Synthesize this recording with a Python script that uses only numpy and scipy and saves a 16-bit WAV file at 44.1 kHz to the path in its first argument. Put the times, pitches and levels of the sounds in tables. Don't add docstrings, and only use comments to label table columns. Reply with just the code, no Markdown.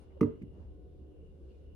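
import sys
import numpy as np
from scipy import signal
from scipy.fft import rfft, irfft
from scipy.io import wavfile
from scipy.ndimage import uniform_filter1d

SR = 44100
rng = np.random.default_rng(int(sys.argv[2]) if len(sys.argv) > 2 else 0)


def unload_audio(sound):
    columns = np.transpose(np.atleast_2d(sound))
    steps = np.round(np.clip(columns, -1, 1) * 32767)
    wavfile.write(sys.argv[1], SR, steps.astype(np.int16))


N = 77175
TIME = np.arange(N) / SR


def amp(db):
    return 10 ** (np.asarray(db) / 20)


def unit(x):
    return x / np.sqrt(np.mean(x ** 2) + 1e-30)


def read(points, hz):
    f, value = np.transpose(points)
    return np.interp(np.log(hz + 1), np.log(f + 1), value)


def pan(db):
    return amp(np.array([np.atleast_1d(db), -np.atleast_1d(db)]) / 2)


def decay(t, t60):
    return np.exp(-np.log(1000) * t / t60)


def colour(x, gain):
    return irfft(rfft(x) * gain(np.fft.rfftfreq(x.shape[-1], 1 / SR)), x.shape[-1])


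def causal(x, points, size=2048):
    log_gain = np.log(amp(read(points, abs(np.fft.fftfreq(size, 1 / SR)))))
    taps = np.fft.ifft(np.exp(np.conj(signal.hilbert(log_gain)))).real
    return signal.fftconvolve(x, taps[None] / np.linalg.norm(taps), axes=1)[:, :x.shape[1]]


def rolloff(x, kind, hz, order):
    return signal.sosfilt(signal.butter(order, hz, kind, fs=SR, output="sos"), x)


def add(mix, s, sound):
    part = mix[:, round(s * SR):][:, :sound.shape[1]]
    part += sound[:, :part.shape[1]]


def narrow(hz, width_hz, channels=1):
    return unit(colour(rng.standard_normal((channels, N)), lambda f: 1 / (1 + ((f - hz) / width_hz) ** 2)))


def ring(modes, t, rise_cycles, soft_s=0, bend_s=0):
    out = 0
    for hz, db, t60, pan_db in modes:
        age = np.maximum(t - bend_s * np.sqrt(300 / hz), 0)
        envelope = (1 - np.exp(-age * hz / rise_cycles)) * decay(age, t60)
        drive = amp(db) / (1 + (2 * hz * soft_s) ** 2)
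        out = out - pan(pan_db) * drive * envelope * np.sin(2 * np.pi * hz * age)
    return out


def background():
    # (frequency [Hz], relative spectral density [dB])
    spectrum = [(15, -20.5), (28, 5), (45, -1), (68, 5.5), (100, -7.5), (160, -6), (230, -13.5), (330, -9),
                (480, -9), (680, -26), (950, -35), (1400, -40), (1900, -44.5), (3500, -43.5), (4500, -49.5),
                (7000, -54), (11000, -54.5), (14000, -63)]
    # (frequency [Hz], correlation [-1 to 1])
    correlation = [(60, .98), (110, .95), (200, .8), (350, .55), (600, .3), (1500, 0), (5000, .1),
                   (7700, -.6), (10000, .15), (14000, -.3)]
    # (frequency [Hz], left minus right [dB])
    balance = [(60, 13), (200, -4.5), (500, 0.5), (3000, 2)]
    level_db, patch_db = -52, 1.5
    _, _, bins = signal.stft(rng.standard_normal((2, N)), SR, nperseg=1024)
    patches = uniform_filter1d(rng.standard_normal(bins.shape[1:]), size=10, axis=0)
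    patches = unit(uniform_filter1d(patches, size=10, axis=1))
    mid, side = signal.istft(bins * amp(patch_db * patches), SR, nperseg=1024)[1][:, :N]
    mid = colour(mid, lambda f: np.sqrt(1 + read(correlation, f)))
    side = colour(side, lambda f: np.sqrt(1 - read(correlation, f)))
    stereo = np.array([mid + side, mid - side])
    return amp(level_db) * unit(colour(stereo, lambda f: amp(read(spectrum, f)) * pan(read(balance, f))))


def hum():
    # (frequency [Hz], level [dB], half-width [Hz], left minus right [dB])
    partials = [(71.3, -55, 3.6, -5), (298.6, -72, 3.6, -11.5), (381.1, -66, 3.2, 2), (438.4, -82, 20, 19),
                (726, -85.5, 1.2, -4), (1059, -99.5, 1.1, 18.5), (1474, -99, 2.2, -6.5)]
    # (time [s], level [dB])
    hiss_levels = [(0, -85), (.35, -82), (.55, -84.5), (.88, -95), (1.14, -86), (1.22, -83), (1.3, -82),
                   (1.36, -93), (1.48, -90), (1.505, -78), (1.56, -88.5), (1.73, -80.5)]
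    tones = sum(pan(pan_db) * amp(db) * narrow(hz, width) for hz, db, width, pan_db in partials)
    hiss_gain = amp(np.interp(TIME, *np.transpose(hiss_levels)))
    return tones + hiss_gain * narrow(hz=2847, width_hz=118, channels=2)


def sleeve():
    # (time [s], standard deviation [s], low band [dB], middle band [dB], high band [dB])
    rustles = [(.02, 0.03, -63, -74, -81.5), (0.158, 0.12, -70, -71.5, -92),
               (0.606, 0.058, -56, -69, -86.5), (1.53, 0.13, -74.5, -93, -87)]
    # (lower corner [Hz], upper corner [Hz])
    bands = [(50, 387), (500, 890), (3000, 4800)]
    out = np.zeros((2, N))
    for k, (lo, hi) in enumerate(bands):
        noise = rng.standard_normal((2 if k else 1, N))
        noise = colour(noise, lambda f: (f / lo) ** 2 / (1 + (f / lo) ** 2) / (1 + (f / hi) ** 2) ** 2)
        swells = sum(amp(db[k]) * np.exp(-.5 * ((TIME - s) / spread) ** 2) for s, spread, *db in rustles)
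        out += unit(noise) * swells
    return out


def scrapes():
    # (time [s], standard deviation [s], level [dB], centre [Hz], half-width [Hz])
    slides = [(0.006, 0.023, -80.5, 9300, 300), (0.116, 0.0099, -78.5, 2150, 260),
              (0.172, 0.0076, -52.5, 532, 35), (1.513, 0.016, -86.5, 4380, 400),
              (1.548, 0.024, -86, 2490, 149)]
    return sum(amp(db) * np.exp(-.5 * ((TIME - s) / spread) ** 2) * narrow(hz, width, channels=2)
               for s, spread, db, hz, width in slides)


def room(x):
    # (frequency [Hz], T60 [s])
    decay_times = [(80, 0.26), (300, 0.51), (1200, 0.27), (3000, 1), (8000, 0.31), (15000, .12)]
    # (frequency [Hz], level against the direct sound [dB])
    levels = [(80, -21), (300, -14.5), (700, -0.5), (1200, -13.5), (3000, -18.5), (8000, -27), (15000, -22)]
    gap_s = .006
    hz, t, bins = signal.stft(rng.standard_normal((2, SR // 2)), SR, nperseg=256)
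    t60 = read(decay_times, hz)[:, None]
    envelope = decay(t, t60) * np.sqrt(2 * np.log(1000) / (t60 * SR))
    tail = signal.istft(bins * amp(read(levels, hz))[:, None] * envelope, SR, nperseg=256)[1]
    tail = np.pad(tail, ((0, 0), (round(gap_s * SR), 0)))
    return signal.fftconvolve(x, tail, axes=1)[:, :N]


def clutter(t):
    # (frequency [Hz], relative level [dB])
    spectrum = [(100, -41), (250, -6), (540, 2.5), (690, -18.5), (850, -13), (1150, -2.5), (1600, -7.5),
                (2100, -17), (3200, -17), (4500, -30), (12000, -39)]
    relative_db, rise_s = -35, .0051
    envelope = amp(relative_db) * (1 - np.exp(-t / rise_s)) * decay(t, t60=.42)
    return causal(rng.standard_normal((2, len(t))) * envelope, spectrum)


def rim():
    # (time [s], level [dB], centre [Hz], half-width [Hz])
    clicks = [(0.4198, -61.5, 2050, 334), (0.423, -74.5, 6500, 6000)]
    out = np.zeros((2, N))
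    for s, db, hz, width_hz in clicks:
        add(out, s, amp(db) * narrow(hz, width_hz, channels=2) * decay(TIME, t60=.035))
    return out


def release(t):
    # (time [s], gain [dB])
    bumps = [(0.597, -35.5), (0.646, -36), (0.747, -44.5)]
    # (frequency [Hz], relative level [dB], T60 [s], left minus right [dB])
    mode = [(70.6, 0.5, 0.12, -3.5)]
    out = np.zeros((2, N))
    for s, db in bumps:
        add(out, s, amp(db) * ring(mode, t, rise_cycles=.4))
    return out


def contact_tick(t):
    # (frequency [Hz], relative level [dB])
    spectrum = [(600, -38.5), (1200, -12.5), (2500, -4.5), (3500, -13.5), (6000, -15.5), (7600, -33.5),
                (9500, -22), (12000, -19), (14000, -53), (16000, -19)]
    rise_s, scatter_db = .00069, -20.5
    envelope = (1 - np.exp(-t / rise_s)) * (decay(t, t60=.031) + amp(scatter_db) * decay(t, t60=.1))
    return causal(rng.standard_normal((2, len(t))) * envelope, spectrum)


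def stand_knock(t):
    # (frequency [Hz], relative level [dB], T60 [s], left minus right [dB])
    modes = [(959, -12, 0.038, -13), (1140, -1.5, 0.021, -4), (1209, -1, 0.031, -2.5),
             (1996, -19, 0.04, -2), (2045, -24, 0.063, 6), (2726, -24, 0.033, -2.5)]
    return ring(modes, t, rise_cycles=4.3)


def counter_thump(t, soft_s):
    # (frequency [Hz], relative level [dB], T60 [s], left minus right [dB])
    modes = [(104, -3, .19, -3.4), (150, -9, .2, -4), (198, 14, .035, -3.3), (237, .5, .18, -.4),
             (291, 3.5, .125, -7.7), (397, -10, .19, -2), (443, 1.5, .125, 0), (524, -15, .055, -3),
             (586, -14, .17, -.6)]
    bending = ring(modes, t, rise_cycles=.4, soft_s=soft_s, bend_s=.0021)
    bending = rolloff(bending, "highpass", hz=98.5, order=3)
    return rolloff(bending, "lowpass", hz=568, order=5)


def tamper(t):
    # (time [s], thump gain [dB], knock gain [dB], tick gain [dB], contact softness [s])
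    blows = [(0.2088, -21, -23.5, -45, .0001), (0.2286, -27.5, -27.5, -55, 0.000089),
             (0.4126, -32.5, -68, -82, 0.0035), (0.4276, -31.5, -84.5, -93, 0.0035)]
    out = np.zeros((2, N))
    for s, thump_db, knock_db, tick_db, soft_s in blows:
        tick = amp(tick_db) * contact_tick(t)
        thump = amp(thump_db) * counter_thump(t, soft_s)
        knock = amp(knock_db) * (stand_knock(t) + clutter(t))
        add(out, s, thump + knock + tick)
    return out


def scene():
    t = np.arange(SR // 2) / SR
    hits = tamper(t) + release(t) + rim()
    return hits + room(hits) + background() + hum() + sleeve() + scrapes()


def record(dry):
    thin = rolloff(dry, "highpass", hz=38, order=3)
    taps = signal.firwin(511, cutoff=15750, window=("kaiser", 9), fs=SR)
    return signal.oaconvolve(thin, taps[None], "same")


dry = scene()
out = record(dry)
unload_audio(out)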